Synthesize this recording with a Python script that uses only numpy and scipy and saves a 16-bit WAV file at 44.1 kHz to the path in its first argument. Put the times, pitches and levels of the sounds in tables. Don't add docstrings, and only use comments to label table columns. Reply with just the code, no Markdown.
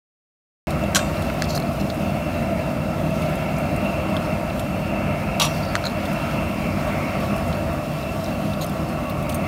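import sys
import numpy as np
from scipy import signal
from scipy.fft import rfft, irfft, next_fast_len
from scipy.io import wavfile
from scipy.ndimage import uniform_filter1d, map_coordinates

SR = 44100
rng = np.random.default_rng(int(sys.argv[2]) if len(sys.argv) > 2 else 0)


def dump_mix(stems):
    frames = np.atleast_2d(stems).T
    limited = np.clip(frames, -1, 1)
    pcm = np.round(limited * 32767).astype(np.int16)
    wavfile.write(sys.argv[1], SR, pcm)


def volts_from_db(level):
    exponent = np.asarray(level, float) / 20
    return 10 ** exponent


N = 417627
T = np.arange(N) / SR
SHORT = SR // 10

# time in seconds, level in dB.
BOIL_DB = [(.95, 0), (1.4, 3), (1.55, 0.5), (1.8, 0.5), (2.87, -1.5), (3.25, 1.5), (3.56, -.5), (4.5, 0),
           (4.98, -3), (5.43, -2.5), (5.57, 6.5), (5.7, 0), (5.9, 1.4), (7.05, 1.5), (7.74, 0.5), (8.2, 2),
           (8.85, -1), (9.47, -1.5)]


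def unit(x):
    return x / np.sqrt(np.mean(x ** 2) + 1e-20)


def curves(rows):
    s, *cols = np.transpose(rows)
    return [np.interp(T, s, c) for c in cols]


def wobble(rate_hz):
    return map_coordinates(rng.standard_normal(int(N * rate_hz / SR) + 4), [T * rate_hz])


def coloured(x, gain):
    m = next_fast_len(N + 8192)
    hz = np.fft.rfftfreq(m, 1 / SR) + 1
    return irfft(rfft(x, m) * gain(hz), m)[..., :N]


def turbulence(gain, patchy_db):
    z = signal.stft(rng.standard_normal(N), nperseg=512)[2]
    field = uniform_filter1d(rng.standard_normal(z.shape), size=4, axis=0)
    field = uniform_filter1d(field, size=16, axis=1)
    patchy = signal.istft(z * volts_from_db(patchy_db * unit(field)), nperseg=512)[1][:N]
    return unit(coloured(patchy, gain))


def modes(table):
    def gain(f):
        power = 0
        for c, w, db in table:
            peak = (f * w) ** 2 / ((c * c - f * f) ** 2 + (f * w) ** 2)
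            power = power + volts_from_db(2 * db) * peak ** 1.555
        return np.sqrt(power)
    return gain


def resonant(table):
    def gain(f):
        total = 0
        for k, (c, w, db) in enumerate(table):
            total = total + (-1) ** k * volts_from_db(db) * 1j * f * w / (c * c - f * f + 1j * f * w)
        return total
    return gain


def slope(points):
    hz, db = np.transpose(points)
    return lambda f: volts_from_db(np.interp(np.log(f), np.log(hz), db))


def burst(lo_hz, hi_hz, t60_s):
    puff = rng.standard_normal(SHORT) * volts_from_db(-60 * T[:SHORT] / t60_s)
    band = signal.butter(2, [lo_hz, hi_hz], "band", fs=SR, output="sos")
    out = signal.sosfilt(band, puff)
    return out / np.abs(out).max()


def damped(hz, t60_s, rise_s, size=SHORT):
    t = T[:size]
    envelope = volts_from_db(-60 * t / t60_s) * (1 - np.exp(-t / rise_s))
    return envelope * np.sin(2 * np.pi * hz * t + rng.uniform(0, 2 * np.pi))


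def add(track, s, sound):
    track[round(s * SR):][:len(sound)] += sound


def ringing(s, table, boost_db, t60_s, rise_s, tilt):
    track = np.zeros(N + SR)
    for hz, db in table:
        mode_t60_s = t60_s * (hz / 5000) ** tilt * rng.uniform(0.68, 1.42)
        add(track, s, volts_from_db(db + boost_db) * damped(hz, mode_t60_s, rise_s, size=SR // 3))
    return track[:N]


def clatter(contacts, colour, metal, dry_db):
    rattle = np.zeros(N + SR)
    for s, db, t60_s, top_hz in contacts:
        add(rattle, s, volts_from_db(db + 11.5) * burst(470, top_hz, t60_s))
    touching = resonant([(hz, 55, 2) for hz, _ in metal])
    return coloured(rattle[:N], lambda f: slope(colour)(f) * (volts_from_db(dry_db) + touching(f)))


def drag(strokes, table):
    edge_s = 0.0055
    push = 0
    for s, length_s, db in strokes:
        inside_s = np.minimum(T - s + edge_s, s + length_s + edge_s - T)
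        push = push + volts_from_db(db) * np.clip(inside_s / edge_s, 0, 1)
    return push * volts_from_db(1.3 * wobble(300)) * turbulence(modes(table), patchy_db=3.5)


def froth(count=420):
    track = np.zeros(N + SR)
    boil_db, = curves(BOIL_DB)
    for when, pitch, size, life in rng.uniform(size=(count, 4)):
        hz = 3600 * 4 ** pitch
        blip = damped(hz, (8 + 30 * life) / hz, .0001, size=SR // 60)
        level_db = -46 + boil_db[int(when * N)] - 3.5 * np.log(size + .04)
        add(track, when * N / SR, volts_from_db(level_db) * blip)
    return track[:N]


def hiss():
    # frequency in Hz, density in dB per Hz.
    steam_points = [(1700, -37), (2900, -1.5), (3200, -2.5), (3700, -5), (4300, -4.5), (4600, -3.5),
                    (4950, -7), (5300, -3.5), (5700, -10), (7000, -14), (9100, -38)]
    jet_points = [(3500, -30), (6000, 0.5), (7700, 1.5), (9300, 4), (10100, 1), (10500, -3.5), (11000, 2.5),
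                  (12600, 2), (15000, 2), (16500, -6)]
    boil_db, = curves(BOIL_DB)
    puffs_db = .5 * wobble(9) + .7 * wobble(25)
    steam = volts_from_db(-47.5 + boil_db + puffs_db) * turbulence(slope(steam_points), patchy_db=1.9)
    jet = volts_from_db(-49.5 + 0.69 * boil_db + .8 * puffs_db) * turbulence(slope(jet_points), patchy_db=.5)
    return steam + jet


def broth():
    # start in seconds, peak in dB.
    spits = [(0.706, -33), (1.2216, -32), (1.5499, -27), (1.5554, -31), (1.5714, -28), (1.9435, -34),
             (1.957, -37), (3.1028, -35), (3.2194, -36), (3.3538, -34), (3.5828, -33), (3.7614, -31.5),
             (4.0994, -36), (4.5945, -27.5), (5.8531, -30), (6.8694, -38), (7.3794, -34), (8.2392, -33),
             (8.8892, -36), (9.0965, -37), (9.2254, -36), (9.303, -36)]
    faint_spits = [(1.3394, -37), (1.731, -34), (3.2924, -34), (3.8462, -35), (4.1654, -34), (5.8994, -37),
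                   (6.0541, -31), (6.1294, -32), (6.9894, -37), (7.2, -32), (7.3632, -32), (7.4784, -32),
                   (7.5494, -35), (7.7294, -34), (8.4467, -35), (8.5344, -36), (9.1794, -38)]
    slops = [(0.706, -29), (1.222, -31), (3.2194, -34), (3.2594, -36), (8.609, -30), (8.6218, -28),
             (8.628, -32), (9.097, -31.5), (9.294, -32), (9.325, -32)]
    track = np.zeros(N + SR)
    for s, db in spits + [(s, db - 2.5) for s, db in faint_spits]:
        add(track, s, volts_from_db(db) * burst(7000, 14100, 0.053))
    for s, db in slops:
        add(track, s, volts_from_db(db) * burst(3200, 4500, 0.066))
    return track[:N]


def snaps():
    # start in seconds, peak in dB, low edge in Hz, high edge in Hz, t60 in seconds.
    snap_rows = [(1.4415, -27, 4200, 14000, .01), (1.6, -25, 3000, 15000, .012),
                 (1.454, -31, 5500, 14000, .01), (5.7645, -29, 5460, 7600, .012),
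                 (4.5, -31, 3300, 4300, .02), (5.69, -31, 3800, 5000, .02), (7.205, -33, 3000, 4200, .025),
                 (7.285, -35, 3500, 4300, .025), (8.73, -36, 12000, 15500, .025),
                 (9.321, -30, 4500, 14000, 0.056), (9.295, -28, 2400, 3100, .03),
                 (1.9008, -30, 3000, 6200, .02), (9.097, -27, 12000, 15500, .05),
                 (1.4212, -30, 11000, 15500, .008), (.9565, -13, 4000, 7500, 0.022),
                 (.9655, -15, 1200, 2000, 0.036), (1.8, -30, 1000, 2500, .03), (1.3, -17, 630, 1500, .012),
                 (5.855, -33, 6200, 7400, .06), (5.864, -33, 6200, 7400, .06)]
    track = np.zeros(N + SR)
    for s, db, lo_hz, hi_hz, t60_s in snap_rows:
        add(track, s, volts_from_db(db) * burst(lo_hz, hi_hz, t60_s))
    return track[:N]


def chain():
    # start in seconds, peak in dB, t60 in seconds, ring in dB.
    jingles = [
        (9.0975, -38, 0.037, -9),
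        (9.2935, -25, 0.055, -10),
        (9.3443, -23.5, 0.028, -2.5),
        (9.351, -35, .04, -7),
    ]
    # frequency in Hz, level in dB.
    link_modes = [(6450, -39), (8150, -39), (8850, -34), (9500, -39), (11800, -35), (13600, -37),
                  (14400, -40)]
    rings = 0
    for s, db, t60_s, ring_db in jingles:
        rings = rings + ringing(s, link_modes, db + ring_db + 30, 2 * t60_s, rise_s=0.00061, tilt=-.25)
    contacts = [(*row[:3], SR / 2.2) for row in jingles]
    colour = [(2500, -24), (6000, -11), (15000, -13)]  # Hz, dB
    return rings + clatter(contacts, colour, link_modes, dry_db=2.5)


def clinks():
    # start in seconds, peak in dB.
    clink_rows = [
        (8.6435, -32),
        (8.6647, -33),
        (8.6956, -34),
        (.7053, -38),
        (.793, -43),
        (.836, -40),
    ]
    # frequency in Hz, width in Hz, level in dB.
    clink_modes = [
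        [(3170, 140, -2), (6290, 94, -1), (8550, 140, -3), (11400, 85, -7), (12200, 130, -4), (14100, 98, -10)],
        [(9280, 310, -1), (10000, 210, -4), (11600, 290, -4), (13100, 210, -7), (13800, 240, 0)],
        [(3460, 210, 0), (8510, 230, -2), (9740, 240, -3), (11800, 460, -3), (12700, 270, -2)],
        [(7390, 89, -4), (8690, 86, -3), (9260, 93, 0), (11100, 93, -4), (12800, 97, -2)],
        [(5320, 100, 0), (6590, 110, -9), (8510, 150, -10), (11300, 120, -7)],
        [(7080, 110, 2), (7690, 89, -6)],
    ]
    track = np.zeros(N + SR)
    for (s, db), table in zip(clink_rows, clink_modes):
        ring = sum(volts_from_db(level_db) * damped(hz, 3.1 / width_hz, .0004) for hz, width_hz, level_db in table)
        add(track, s, volts_from_db(db) * (ring + volts_from_db(3) * burst(5000, 15500, 0.033)))
    return track[:N]


def scrape():
    # start in seconds, length in seconds, level in dB.
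    over_shells = [
        (1.489, .017, -38),
        (1.514, 0.03, -39),
        (1.551, 0.015, -31),
        (1.8, .014, -39),
        (1.5, .01, -34),
    ]
    out_of_heap = [
        (8.614, 0.024, -38),
    ]
    handle_slide = [
        (5.535, .05, -45),
        (5.63, .105, -46),
    ]
    # frequency in Hz, width in Hz, level in dB.
    shell_modes = [(4300, 800, 1), (5100, 600, -3), (5800, 900, -2), (7060, 800, -8), (12000, 2700, -13)]
    paddle_modes = [(4000, 600, 0), (6700, 700, -4), (9000, 740, -5), (11800, 900, -9), (13200, 200, -5),
                    (14000, 900, -11)]
    slide_modes = [(3500, 500, -5), (4570, 260, 2), (5200, 300, -8)]
    return drag(over_shells, shell_modes) + drag(out_of_heap, paddle_modes) + drag(handle_slide, slide_modes)


def shell_blow(hz, knock_db, overtone_db, t60_s, puff_db):
    snap = damped(hz, t60_s, t60_s * 0.07) + volts_from_db(overtone_db) * damped(hz * 1.58, 0.0077, 0.00025)
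    knock = volts_from_db(knock_db) * damped(1400, 0.012, 0.0002)
    puff = volts_from_db(puff_db) * burst(hz * 0.87, hz * 1.23, 0.031)
    return volts_from_db(6) * (snap + knock + puff)


def ticks():
    # start in seconds, peak in dB, pitch in Hz, knock in dB.
    tick_rows = [(.7951, -43, 3370, 10), (0.8387, -40, 3370, 2), (1.0944, -41, 3650, -5),
                 (1.144, -40, 3750, -3), (1.1694, -35, 4030, 0), (1.431, -33, 4310, 4),
                 (1.4409, -30, 4680, -12), (1.4464, -33, 3330, -9), (1.4875, -34, 4410, -8),
                 (1.5294, -36, 5700, -12), (3.5653, -37, 5400, -7), (4.166, -24.5, 3330, -2),
                 (4.595, -31.5, 3400, -13), (5.6501, -37, 5120, -2), (5.3984, -16, 3850, -10),
                 (5.4102, -22, 3780, -3), (5.418, -16, 3900, -14), (5.422, -22, 3950, -14),
                 (1.9005, -29, 3920, -5), (5.763, -32, 4300, 14), (5.8404, -31, 4250, 7),
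                 (1.5758, -32.5, 4300, 9.5), (6.003, -41, 3800, -8), (6.0553, -34, 3470, -5),
                 (7.527, -30, 3500, -11), (8.0282, -39, 4040, -5), (8.243, -32, 5650, -14),
                 (8.26, -35, 4080, -6), (8.535, -34, 3720, -4)]
    # start in seconds, peak in dB.
    taps = [(1.5489, -23), (1.5608, -24), (1.577, -17.5), (1.6, -31), (1.6232, -26), (1.6706, -34),
            (1.9018, -25), (5.8399, -23), (5.8493, -27), (5.854, -15.5), (5.864, -19), (5.8683, -14.5),
            (5.8764, -28), (5.882, -28), (5.8974, -30)]
    track = np.zeros(N + SR)
    for s, db, hz, knock_db in tick_rows:
        blow = shell_blow(hz, knock_db, overtone_db=-12, t60_s=.012, puff_db=-3.5)
        add(track, s, volts_from_db(db) * blow)
    for s, db in taps:
        hz = (4290 - 29 * s) * (1 + .012 * rng.normal())
        blow = shell_blow(hz, knock_db=-9, overtone_db=-22, t60_s=.009, puff_db=-24)
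        add(track, s, volts_from_db(db) * blow)
    return track[:N]


def pops():
    # start in seconds, peak in dB.
    cracks = [
        (1.4209, -4),
        (5.7529, -2.5),
    ]
    # frequency in Hz, width in Hz, level in dB.
    crack_modes = [
        [(1710, 270, 4), (2690, 300, -6), (4270, 380, 0), (6160, 600, -4.5), (7360, 530, -5),
         (11000, 1300, -34)],
        [(1300, 240, 4), (2040, 310, -1), (2920, 400, -12), (4230, 250, -2), (6800, 690, -13),
         (11500, 2000, -26)],
    ]
    track = np.zeros(N + SR)
    for (s, db), table in zip(cracks, crack_modes):
        blow = np.zeros(N + SR)
        for delay_s, size in ((.0003, 0.017), (.0008, -2.2), (.0015, .45)):
            add(blow, s + delay_s, size * np.hanning(6))
        crack = coloured(blow[:N], resonant(table))
        track[:N] += volts_from_db(db) * crack / np.abs(crack).max()
        add(track, s + 0.00074, volts_from_db(db - 17) * burst(1200, 6500, 0.028))
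    return track[:N]


def handle():
    # start in seconds, peak in dB, t60 in seconds, upper edge in Hz.
    first_contacts = [(.9483, -4, .016, 16000), (.9515, -20, .02, 9000), (.9563, -2.5, .018, 16000),
                      (.959, -8, 0.027, 12000), (.962, -6.5, 0.027, 12000), (.965, -7.5, .025, 8000),
                      (.968, -12, 0.028, 14000), (.9705, -18, .03, 9000), (.9745, -18, .03, 12000),
                      (.979, -21, .05, 14000), (.991, -17, .03, 5980), (.9955, -24, 0.027, 5000),
                      (1.0, -24, .03, 5000), (1.0144, -29, .04, 6000)]
    second_contacts = [(5.3982, -3, 0.019, 16000), (5.4005, -7, .018, 9000), (5.4065, -11, .025, 8000),
                       (5.41, -8, 0.018, 6000), (5.4168, -4, 0.029, 14000), (5.4195, -8, .03, 14000),
                       (5.4225, -10, .03, 14000), (5.425, -11, 0.044, 12000), (5.431, -13, .03, 10000),
                       (5.437, -13, .03, 9000), (5.4415, -13, .03, 12000), (5.446, -11, .03, 9000),
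                       (5.4505, -9.5, .03, 14000), (5.455, -17, .03, 12000), (5.4595, -19, .025, 8000),
                       (5.464, -17, .03, 5000), (5.4685, -21, 0.035, 5000)]
    # frequency in Hz, gain in dB.
    first_colour = [(530, -43), (900, -13), (1120, -9), (1290, -18), (1490, 4), (1860, -10), (2540, -12.5),
                    (2800, -6), (3400, -8), (4050, -5), (4730, -13), (5860, -8), (8690, -13.5),
                    (10800, -17), (13200, -17), (15600, -30)]
    second_colour = [(470, -42), (800, -10), (917, 4), (1030, -4.5), (1130, -6), (1510, -12), (1600, -16),
                     (2080, -12), (2640, -6.5), (3300, -8.5), (3800, -3), (4560, -16), (5770, -12),
                     (6300, -15), (11600, -17), (15600, -22)]
    # frequency in Hz, level in dB.
    first_rim = [(1104, -35), (1443, -40), (2396, -52), (2643, -39), (3187, -46), (3639, -41), (4059, -52),
                 (4457, -47), (4820, -47), (5351, -53), (5890, -48), (6368, -55), (6772, -45), (7133, -46),
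                 (7413, -49), (7714, -46), (8123, -48), (8414, -46), (8721, -44), (9679, -62), (10298, -61),
                 (11370, -60), (11730, -61), (12861, -50), (13281, -56), (14766, -68)]
    second_rim = [(1160, -29), (2584, -33), (2783, -40), (3214, -36), (3408, -45), (3924, -36), (4274, -40),
                  (4560, -39), (5020, -46), (5609, -36), (5875, -36.5), (6471, -50), (6794, -45),
                  (7424, -46), (7730, -50), (8145, -49), (8753, -48), (9329, -55), (9835, -54),
                  (10314, -55), (10901, -56), (11213, -41), (11380, -52), (12489, -46), (12893, -51),
                  (13566, -60), (14110, -61), (14373, -63)]
    first = clatter(first_contacts, first_colour, first_rim, dry_db=-2.5)
    second = clatter(second_contacts, second_colour, second_rim, dry_db=-4.5)
    first_s, second_s = first_contacts[1][0], second_contacts[3][0]
    first = first + ringing(first_s, first_rim, boost_db=7.5, t60_s=0.39, rise_s=.004, tilt=-.05)
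    second = second + ringing(second_s, second_rim, boost_db=10.5, t60_s=0.22, rise_s=0.0068, tilt=0.057)
    return first + second


def flame():
    # time in seconds, level in dB.
    strength = [(.9, -24.5), (1.1, -24), (1.7, -24.5), (2.15, -25), (2.72, -23.5), (3.28, -23.5),
                (4.1, -24), (4.6, -25), (5.1, -24), (5.4, -25), (6.4, -25), (7.35, -23.5), (7.9, -26.5),
                (8.3, -26), (8.96, -26), (9.47, -25.5)]
    # time in seconds, level in dB.
    gas = [(1.05, -44), (1.64, -44), (2.38, -43.5), (2.83, -46), (3.7, -42), (3.89, -39), (4.42, -45.5),
           (4.9, -40), (5.15, -42.5), (5.58, -41), (5.88, -44.5), (6.42, -39), (6.89, -44.5), (7.29, -41),
           (7.61, -46.5), (7.99, -44.5), (8.93, -46.5), (9.47, -44)]
    # time in seconds, lean over the pot in dB, turn towards the rim in dB.
    sway = [(.8, 2.5, 3), (1.2, -0.5, -1), (1.84, -1.5, 2.5), (2.5, 0.5, -7), (3, -4.5, 0.5), (3.4, 1, -5),
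            (4.05, 1.5, 6), (4.5, -1.5, 0), (5.1, 2, 0), (5.9, 1, -1), (6.35, 3, 1.5), (6.8, 5, 4),
            (7.25, 2, 6.5), (7.6, -2, 3.5), (8.4, -4, 3.5), (8.9, -3.5, 4), (9.15, -2, 8), (9.47, 0, 6.5)]
    # frequency in Hz, width in Hz, level in dB.
    gap_modes = [(53.5, 28, -12.5), (90.3, 103, -4), (153, 19.2, 1), (202.4, 16, 0.5), (239.2, 22.3, -3.5),
                 (305.9, 33.7, -4.5), (363, 100, -18)]
    roar_modes = [(548.6, 61, -2), (612, 77, -0.5), (668, 90, -0.5), (755, 63, -5.5)]
    tube_modes = [(921.7, 37, 1), (998, 80, -4), (1203, 50, -5), (1331, 124, -1), (1410, 130, -12.5),
                  (1695, 940, -11.5)]
    whistle_modes = [(2597, 95, -2.5), (2698, 89, 3), (2890, 190, -16)]
    wall_low = [(1135, 93, 0)]
    wall_high = [(1870, 130, -12.5), (2078, 63, 1), (2228, 120, 2), (2408, 89, 1.5)]
    # level in dB, share of flame strength,
    # share of lean, share of turn, patchiness in dB.
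    parts = [(-25, 0.83, .01, 0.067, 0.84), (-29.5, 0.94, .01, -0.013, 0.2), (-37, 0.25, 0.45, -0.029, 0.8),
             (-41.5, 0.05, 0.05, -0.016, 1.7), (-46, 0.33, .01, 1.22, -0.3),
             (-43.5, 0.4, 1.12, 0.021, 1.46)]
    tables = (gap_modes, roar_modes, tube_modes, whistle_modes, wall_low, wall_high)

    flutter_db = 0.18 * wobble(17) + 0.45 * wobble(30)
    strength_db, = curves(strength)
    strength_db = strength_db - strength_db.mean()
    lean_db, turn_db = curves(sway)
    gas_db, = curves(gas)
    tube_drift_db = wobble(3.47)
    whistle_drift_db = gas_db - gas_db.mean() + 0.2 * wobble(2.76)
    drifts_db = (0, 0, tube_drift_db, whistle_drift_db, 0, 0)

    total = np.zeros(N)
    for (db, by_flame, by_lean, by_turn, patchy_db), drift_db, table in zip(parts, drifts_db, tables):
        level_db = db + by_flame * strength_db + by_lean * lean_db + by_turn * turn_db
        total += volts_from_db(level_db + drift_db + flutter_db) * turbulence(modes(table), patchy_db)
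    return total


def scene():
    # delay in seconds, level in dB.
    yard = [
        (.0047, -19),
        (0.0117, -20),
        (0.0215, -17.5),
        (.031, -19),
    ]
    burner = hiss() + flame()
    echoes = sum(volts_from_db(db) * np.pad(burner, (round(s * SR), 0))[:N] for s, db in yard)
    pot = froth() + broth() + snaps() + clinks() + scrape() + ticks() + pops()
    return (burner + echoes + pot + chain() + handle())[None]


def roll_off(x):
    return signal.sosfilt(signal.butter(12, 16250, fs=SR, output="sos"), x)


def record(dry):
    x = coloured(dry, lambda hz: (hz < 15780) / np.sqrt(1 + (44 / hz) ** 11))
    x = x / (1 + np.abs(x / .9) ** 8) ** (1 / 8)
    start_s = .671
    return roll_off(x * (T >= start_s))


dry = scene()
out = record(dry)
dump_mix(out)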